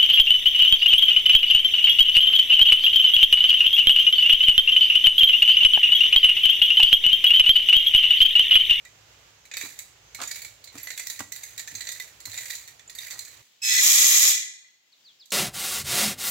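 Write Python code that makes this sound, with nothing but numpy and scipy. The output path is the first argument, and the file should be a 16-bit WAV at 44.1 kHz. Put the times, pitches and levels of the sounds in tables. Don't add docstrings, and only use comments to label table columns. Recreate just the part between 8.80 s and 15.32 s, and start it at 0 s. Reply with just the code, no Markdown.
import sys
import numpy as np
from scipy import signal
from scipy.fft import rfft, irfft
from scipy.io import wavfile
from scipy.ndimage import uniform_filter1d

SR = 44100
rng = np.random.default_rng(int(sys.argv[2]) if len(sys.argv) > 2 else 0)


def waveform_to_disk(signal):
    frames = np.transpose(np.atleast_2d(signal))
    scaled = np.clip(frames, -1, 1) * 32767
    samples = np.round(scaled).astype(np.int16)
    wavfile.write(sys.argv[1], SR, samples)


N = 287525
TIME = np.arange(N) / SR
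BINS = np.fft.rfftfreq(4096, 1 / SR)
BITE_S, FREE_S, STOP_S = 4.817, 5.005, 5.4993

# frequency in Hz, relative level in dB.
CLINK_SPECTRUM = [(100, -33.5), (500, -14.5), (1200, -17.5), (1750, -7), (2400, -2.5), (2950, -10.5),
                  (3700, -7.5), (5300, -12.5), (7000, 2), (8200, -3.5), (8900, -10), (11000, -8.5),
                  (13000, -4.5), (15800, -3)]
# frequency in Hz, width in Hz, lift in dB.
LINK_MODES = [(1924, 360, 10.75), (2350, 280, 4.5), (3810, 97, 5.4), (4130, 750, 8.5), (4750, 230, 8.9),
              (5970, 260, 7.8), (7220, 340, 4.4)]
# frequency in Hz, left-right coherence.
FAR_COHERENCE = [(100, 0.98), (500, 0.91), (2000, 0.38), (4000, 0.33), (6500, 0.061), (16000, 0)]
# frequency in Hz, left minus right level in dB.
FAR_BALANCE = [(60, 2), (200, -1), (400, -2.5), (1300, -6), (2300, -2), (4400, -8), (7200, -3),
               (10500, -10), (15000, -1.5)]


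def amp(db):
    return 10 ** (np.asarray(db) / 20)


def unit(x):
    return x / np.sqrt(np.mean(x ** 2) + 1e-20)


def wander(count, window):
    return unit(uniform_filter1d(rng.standard_normal(count), size=window))


def read(points, hz=BINS):
    f, value = np.transpose(points)
    return np.interp(np.log(hz + 1), np.log(f + 1), value)


def add(mix, s, sound):
    part = mix[:, max(round(s * SR), 0):][:, :sound.shape[-1]]
    part += sound[..., :part.shape[1]]


def humps(modes, pitch=1):
    peaks = sum(abs(amp(db) ** 2 - 1) / (1 + (2 * (BINS - hz * pitch) / width) ** 2)
                for hz, width, db in modes)
    return 10 * np.log10(1 + peaks)


def resonances(modes):
    power = sum(amp(db) ** 2 / (1 + ((BINS - hz) / width) ** 2) ** 2 for hz, width, db in modes)
    return 10 * np.log10(power)


def treble(hz, corner_hz=8600):
    return 1 / (1 + (corner_hz / (hz + 1)) ** 16)


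def colour(x, db):
    log_gain = np.log(amp(np.r_[db, db[-2:0:-1]]))
    taps = irfft(np.exp(np.conj(signal.hilbert(log_gain)))[:len(db)])
    return signal.fftconvolve(x, taps[None] / np.linalg.norm(taps), axes=1)[:, :x.shape[1]]


def swell(start, stop, rise_s, fall_db_per_s):
    rise = 1 - np.exp(-np.maximum(TIME - start, 0) / rise_s)
    return rise * amp(-fall_db_per_s * np.maximum(TIME - stop, 0))


def place(pair, coherence, balance):
    hz = np.fft.rfftfreq(N, 1 / SR)
    left, other = rfft(pair)
    shared = np.clip(read(coherence, hz), -1, 1)
    right = shared * left + np.sqrt(1 - shared ** 2) * other
    tilt_db = read(balance, hz) / 2
    return irfft(np.array([left * amp(tilt_db), right * amp(-tilt_db)]), N)


def yard(x, wet_db):
    # frequency in Hz, reverberation time in seconds.
    decay_times = [(100, 0.52), (1000, 0.23), (2000, 0.2), (7000, 0.376), (15000, 0.25)]
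    echoes = rng.standard_normal((2, SR)) * (rng.random((2, SR)) < .06)
    hz, t, bands = signal.stft(echoes, SR, nperseg=256)
    envelope = amp(-60 * t / read(decay_times, hz)[:, None]) * (1 - np.exp(-t / .008))
    tail = signal.istft(bands * envelope, SR, nperseg=256)[1]
    return x + amp(wet_db) * signal.fftconvolve(x, tail / np.linalg.norm(tail[0]), axes=1)[:, :N]


def air(spectrum, gain, balance, sway_db=1.27):
    # frequency in Hz, left-right coherence.
    coherence = [(60, 1), (150, 0.86), (400, 0.56), (1000, .1), (4000, 0)]
    sway = unit(sum(np.sin(2 * np.pi * (hz * TIME + rng.random())) / np.sqrt(hz)
                    for hz in np.geomspace(.5, 12, 20)))
    wash = colour(rng.standard_normal((2, N)), read(spectrum))
    return place(wash * gain * amp(sway_db * sway), coherence, balance)


def outdoors(change_s=4.615, pit_db=-56.5, tree_db=-65, breeze_db=3.5, calming_s=1.9):
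    # frequency in Hz, relative level in dB.
    pit_spectrum = [(25, -43.5), (38, -26.5), (56, 4), (80, -7), (108, 2.5), (200, -14), (270, -12),
                    (545, -8.5), (1070, -9.5), (2910, -8), (4490, -11.5), (7300, -10.5), (8700, -26),
                    (15500, -25)]
    tree_spectrum = [(25, -43.5), (55, -29.5), (120, -16.5), (360, -16.5), (900, -16), (1300, -15.5),
                     (2000, -12), (3300, -6.5), (4500, -10.5), (7300, -12.5), (9000, -28.5), (15000, -21.5)]
    # frequency in Hz, left minus right level in dB.
    pit_balance = [(150, -0.5), (700, -4.5), (4400, -4.0), (8000, -3.0), (15000, -10)]
    tree_balance = [(100, -3.5), (2400, 0.5), (8000, 4.5), (15000, -10.0)]
    changed = np.clip((TIME - change_s) / .01, 0, 1)
    breeze = breeze_db * np.clip(1 - (TIME - change_s) / calming_s, 0, 1)
    pit = air(pit_spectrum, amp(pit_db) * (1 - changed), pit_balance)
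    return pit + air(tree_spectrum, amp(tree_db + breeze) * changed, tree_balance)


def ping(hz, db, t60, split=0.03, rise_s=0.00052):
    t = np.arange(SR // 4) / SR
    phase = 2 * np.pi * rng.random((2, 2, 1))
    lower = np.sin(2 * np.pi * hz * t + phase[0] / 3)
    upper = np.sin(2 * np.pi * hz * (1 + split) * t + phase[1])
    return amp(db - 60 * t / t60) * (1 - np.exp(-t / rise_s)) * (lower + .5 * upper)


def clink(db, low_db, treble_db, low_hz, high_hz, crack_s=0.0023, clatter_s=0.0066):
    t = np.arange(4096) / SR
    crack = amp(db - 6) * np.exp(-t / crack_s) * (1 - np.exp(-t / 0.00042))
    rebounds = amp(3.1 * wander(len(t), 70))
    clatter = amp(db - 4) * np.exp(-t / clatter_s) * (1 - np.exp(-t / 0.0017)) * rebounds
    own_modes = [(hz, 50, 10) for hz in rng.uniform(3400, 14000, 8)]
    detune = 1 + 0.02 * rng.standard_normal()
    spectrum = read(CLINK_SPECTRUM) + humps(LINK_MODES, detune) + humps(own_modes)
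    spectrum += (treble_db + 14) * treble(BINS)
    spectrum += (low_db + 9) * (1 - treble(BINS, corner_hz=3220))
    ring = ping(low_hz, db + low_db - 11, t60=0.19) + ping(high_hz, db - 15, t60=0.056)
    burst = np.hypot(crack, clatter) * rng.standard_normal((2, len(t)))
    return colour(burst, spectrum) + ring[:, :len(t)]


def insect(buzz_hz=6330, half_width_hz=260):
    # middle in seconds, length in seconds, level in dB.
    buzzes = [(0.115, .14, -67), (0.613, 0.14, -65), (1.306, 0.15, -61)]
    swells = sum(amp(db) * np.exp(-(2 * (TIME - s) / length) ** 2) for s, length, db in buzzes)
    return swells * colour(rng.standard_normal((2, N)), resonances([(buzz_hz, half_width_hz, 0)]))


def contacts(per_s, spread_db, ring_s):
    struck = rng.random(N) < per_s / SR
    energy = amp(spread_db * np.minimum(rng.exponential(1, N), 3)) ** 2
    power = signal.lfilter([1], [1, -np.exp(-1 / (ring_s * SR))], struck * energy) + 1e-9
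    power /= abs(uniform_filter1d(power, size=1800)) + 0.12 * power.mean()
    return unit(np.sqrt(power) * rng.standard_normal((2, N)))


def jingle(per_s=1.6, spread_db=3, detune=.055, tilt_db_per_octave=2, links=28):
    out = np.zeros((2, N))
    for k in range(links):
        hz = LINK_MODES[k % len(LINK_MODES)][0] * (1 + detune * rng.standard_normal())
        link = ping(hz, tilt_db_per_octave * np.log2(hz / 6000), t60=.06 * np.sqrt(1000 / hz))
        gaps, sizes = rng.exponential(1, (2, 24))
        for s, size in zip(np.cumsum(gaps) / per_s, sizes):
            add(out, s, link * amp(spread_db * min(size, 2)))
    return out


def hauled_chain(pitch_scatter=0.033):
    # start in seconds, relative levels in dB of the whole clink,
    # its low ring and its treble, pitch of the struck link in Hz.
    clinks = [(0.0502, -37, -5, -19, 3780), (0.6532, -39.5, -8, -18, 3900), (0.7136, -26.5, -4, -31, 3580),
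              (0.7379, -23, -6, -24, 3800), (0.7687, -18, -8, -15.5, 4700), (0.8104, -23, -3, -20, 6160),
              (0.8585, -32.5, -10, -27, 4800), (0.9892, -24.5, -13, -13.5, 7000),
              (1.3466, -26, -8.5, -16.5, 4140), (1.4146, -22.5, -23, -23, 6730),
              (1.4327, -23, -10, -24, 7380), (1.4751, -26.5, -15, -15, 7100),
              (1.5111, -21.5, -10, -17, 4100), (1.558, -24.5, -8.5, -15, 3950),
              (1.6183, -25.5, -10.5, -10, 4330), (1.6472, -26.5, -9, -19, 7050),
              (1.8407, -34, -23, -14, 7300), (1.873, -34, -12.5, -40, 4170),
              (1.9804, -29, -10.5, -20, 7430), (2.0324, -36, -23, -9, 6850), (2.0707, -25.5, -3, -20, 4320),
              (2.1034, -22, -8.5, -20, 7070), (2.176, -22, -11.5, -15.5, 7700),
              (2.1948, -22, -9, -19, 7320), (2.269, -23, -14.5, -13, 6860), (2.2993, -18.5, -16, -15, 3880),
              (2.3915, -22, -9.5, -17.5, 7280), (2.5207, -21.5, -18, -17, 7280),
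              (2.5614, -28.5, -12, -11, 7310), (2.6329, -27.5, -11.5, -14, 6730),
              (2.7776, -22, -15.5, -17, 7300), (2.7934, -24, -12, -18, 7300),
              (2.8751, -25.5, -11, -22, 7640), (2.9516, -22, -16.5, -18, 4120),
              (3.0068, -23, -11, -24, 4030), (3.0695, -24.5, -11.5, -25, 4080),
              (3.0885, -22, -9.5, -19, 6000), (3.1171, -22, -26, -16, 3770), (3.1982, -24, -9.5, -17, 3690),
              (3.4025, -31, -17, -18, 7400), (3.454, -22.5, -15, -10, 4120), (3.5162, -29, -18, -22, 4070),
              (3.5757, -21.5, -12.5, -31, 7120), (3.703, -20.5, -13, -17.5, 4790),
              (3.7502, -24, -29, -18, 7010), (3.8764, -30.5, -8.5, -14, 4320),
              (3.9943, -39.5, -8, -24, 6140), (4.0964, -30.5, -12, -18, 7070), (4.15, -29, -12, -10, 4520),
              (4.186, -27, -17, -14, 3700), (4.3076, -22.5, -16, -20, 4490), (4.3904, -25, -19, -16, 6900),
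              (4.4502, -31, -35, -17, 6790), (6.4557, -43.5, -27, -16, 7700),
              (6.5045, -31.5, -51, -21, 7230)]
    # start in seconds, pitch in Hz, level in dB.
    free_links = [(0.053, 1944, -42), (1.475, 6960, -26), (2.031, 11650, -28), (2.52, 1972, -34),
                  (2.634, 6480, -30.5), (2.877, 1770, -37), (3.006, 1980, -34.5), (3.199, 2008, -32),
                  (4.077, 7050, -37), (4.186, 3725, -30)]
    # start in seconds, length in seconds, relative jostling level in dB, low ring in Hz.
    tugs = [(0.762, 0.073, -37, 2366), (0.98, 0.012, -70, 2160), (1.40, 0.18, -42.5, 2277),
            (1.92, 0.43, -45, 1910), (2.53, .17, -47, 1954), (2.866, .36, -44.5, 1994),
            (3.482, 0.25, -38, 1947), (4.149, .18, -39.5, 1990), (4.44, 0.077, -50, 2000)]
    out = np.zeros((2, N))
    tug_s, tug_length, _, tug_hz = np.transpose(tugs)
    for s, db, low_db, treble_db, high_hz in clinks:
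        low_hz = np.interp(s, tug_s + tug_length / 2, tug_hz)
        low_hz *= 1 + pitch_scatter * rng.standard_normal()
        add(out, s, clink(db, low_db, treble_db, low_hz, high_hz))
    for s, hz, db in free_links:
        add(out, s, ping(hz, db, t60=0.096 * (1000 / hz) ** 0.37))
    collisions = contacts(per_s=140, spread_db=2.0, ring_s=0.0037)
    jostle = colour(collisions, read(CLINK_SPECTRUM) + humps(LINK_MODES)) + amp(2) * jingle()
    shaking = sum(amp(db - 2) * swell(s, s + length, rise_s=0.029, fall_db_per_s=109)
                  for s, length, db, _ in tugs)
    return place(yard(out + jostle * shaking, wet_db=-6.5), FAR_COHERENCE, FAR_BALANCE)


def footsteps(knock_db=9, knock_width_hz=45):
    # start in seconds, level in dB, length in seconds, scuff over thud in dB, knock in Hz.
    footfalls = [(0.821, -49.5, 0.069, -1.5, 230), (1.384, -53, 0.08, 15.5, 268),
                 (1.939, -50, 0.059, -5.5, 270), (2.394, -44, 0.038, 2.5, 267),
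                 (2.909, -53, 0.092, -23, 108), (3.463, -52, 0.045, -4.5, 101),
                 (4.302, -62.5, 0.13, 5, 108)]
    # frequency in Hz, relative level in dB.
    thud_spectrum = [(40, -31.5), (100, 7), (170, -6), (300, 0.5), (600, -12.5), (1500, -19), (5000, -17)]
    scuff_spectrum = [(100, -27), (400, -16), (800, -3), (1400, 0), (1900, -10), (4000, -13), (9000, -20),
                      (16000, -39)]
    out, t = np.zeros((2, N)), np.arange(SR // 3) / SR
    for s, db, length, scuff_db, hz in footfalls:
        age = 3 * t / length
        pressure = age * np.exp((1 - age ** 2) / 2) * amp(4.1 * wander(len(t), 150))
        sole, grit = pressure * rng.standard_normal((2, 2, len(t)))
        knock = humps([(hz, knock_width_hz, knock_db), (1.64 * hz, knock_width_hz, 0.71 * knock_db)])
        thud = colour(sole, read(thud_spectrum) + knock)
        scuff = amp(scuff_db) * colour(grit, read(scuff_spectrum))
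        add(out, s, amp(db) * (thud + scuff))
    return place(yard(out, wet_db=-11), FAR_COHERENCE, FAR_BALANCE)


def drive(bite_db, free_db, fall_db_per_s, steepness=1, sag_db_per_s=2.5):
    biting = swell(BITE_S, FREE_S, rise_s=0.064, fall_db_per_s=402.5) ** steepness
    free = swell(FREE_S, STOP_S, 0.019, fall_db_per_s) * amp(-sag_db_per_s * (TIME - FREE_S))
    return np.hypot(amp(bite_db) * biting, amp(free_db) * free)


def running_chain():
    # frequency in Hz, relative level in dB.
    rattle_spectrum = [(60, -79), (300, -41), (1200, -23.5), (1800, -15.5), (2400, -9), (2800, -8.5),
                       (3600, -5), (4700, -5), (6400, -2), (7700, -1.5), (8900, -13.5), (10000, -15.5),
                       (12100, -7), (13600, -9), (15700, -9.5)]
    shake_spectrum = [(30, -57), (55, -28.5), (85, -9.5), (130, -7.5), (250, -4), (400, -5.5), (700, -1.5),
                      (1000, 1), (1200, 10), (1450, -20.5), (1750, 2.5), (3000, -16.5)]
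    # frequency in Hz, width in Hz, strength in dB.
    rig_modes = [(2100, 120, 6), (2430, 110, 6.5), (3340, 32.4, 2), (5440, 130, 3.5), (5760, 50, 9),
                 (6390, 91, 8.5), (7340, 40, 7), (6806, 121.6, 12.5), (8230, 110, 7), (11270, 61.4, 7.5),
                 (11500, 60, 6.5), (12540, 110, 4), (14450, 250, -7)]
    block_modes = [(1730, 66, -9), (1880, 30, -6), (1986, 20, 3), (2417, 74, -3), (3345, 30, 0),
                   (3670, 70, -6.5), (4030, 120, -5), (4340, 89, -1.5), (5430, 34, 0), (6610, 200, -1),
                   (6600, 41, 1), (7150, 82, -29)]
    # frequency in Hz, left-right coherence.
    coherence = [(100, .4), (500, 0.35), (1200, -0.076), (2200, -0.23), (6000, 0.079), (15000, -0.29)]
    # frequency in Hz, left minus right level in dB.
    balance = [(100, -5), (200, -4), (400, -4), (1300, -3), (2000, 1), (3600, -3), (6400, 3), (8100, -4.5),
               (11300, -10), (13600, -2.5), (15500, -3)]
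    blows, grazes = (contacts(per_s=2500, spread_db=1.85, ring_s=.0012) for _ in range(2))
    knocks = contacts(per_s=90, spread_db=5.0, ring_s=.004)
    spectrum = read(rattle_spectrum) + humps(rig_modes)
    bright = treble(np.fft.rfftfreq(N, 1 / SR), corner_hz=9200)
    rattle = irfft(rfft(colour(blows, spectrum)) * np.sqrt(1 - bright), N)
    fizz = irfft(rfft(colour(grazes, spectrum)) * np.sqrt(bright), N)
    shake = colour(blows, read(shake_spectrum))
    block = colour(blows, resonances(block_modes))
    low_ring = colour(knocks, resonances([(2015, 58, 0)]))
    out = rattle * drive(bite_db=-18.5, free_db=-14, fall_db_per_s=124)
    out += fizz * drive(bite_db=-20.5, free_db=-13, fall_db_per_s=223)
    out += shake * drive(bite_db=-56.5, free_db=-39.5, fall_db_per_s=270)
    out += block * drive(bite_db=-20, free_db=-26.5, fall_db_per_s=82, steepness=1.5)
    out += low_ring * drive(bite_db=-15, free_db=-36.5, fall_db_per_s=65, steepness=16)
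    return place(yard(out, wet_db=-14), coherence, balance)


def pulley_squeal(hz=2580, hold_s=0.11, waver=0.0094, sharpening=0.022, fall_db_per_s=140):
    # harmonic number, relative level in dB.
    harmonics = [(1, -4), (2, 1.5), (3, -5), (4, -18.5)]
    drift, flutter = wander(N, 200), wander(N, 200)
    grip = swell(BITE_S, BITE_S + hold_s, .008, fall_db_per_s)
    spin = swell(FREE_S, STOP_S, 0.069, fall_db_per_s)
    cycles = np.cumsum(hz * (1 + sharpening * spin + waver * drift)) / SR
    tone = sum(amp(db) * np.sin(2 * np.pi * k * cycles) for k, db in harmonics)
    envelope = (amp(-30) * grip + amp(-49) * spin) * amp(0.5 * flutter)
    pan = amp([[-2], [3]])
    return yard(tone * envelope * pan, wet_db=-6)


def bird(slide=0.56):
    # start in seconds, length in seconds, first pitch in Hz, target pitch in Hz, level in dB.
    chirps = [(6.119, 0.031, 4660, 3400, -52), (6.237, 0.09, 4980, 2900, -48),
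              (6.39, 0.06, 5310, 2930, -46.5)]
    out = np.zeros((2, N))
    for s, length, start_hz, target_hz, db in chirps:
        progress = np.linspace(0, 1, round(length * SR))
        hz = target_hz + (start_hz - target_hz) * np.exp(-(progress / slide) ** 1.8)
        envelope = abs(np.sin(np.pi * progress)) ** 0.95 * (1 - progress / 2)
        add(out, s, amp(db) * envelope * np.sin(2 * np.pi * np.cumsum(hz) / SR))
    return yard(out, wet_db=-5)


def scene():
    return (outdoors() + hauled_chain() + footsteps() + running_chain()
            + pulley_squeal() + bird() + insect())


def record(dry, cutoff_hz=15850):
    lowpass = signal.firwin(511, cutoff_hz, window=("kaiser", 9), fs=SR)
    return signal.oaconvolve(dry, lowpass[None], "same")


dry = scene()
out = record(dry)
waveform_to_disk(out)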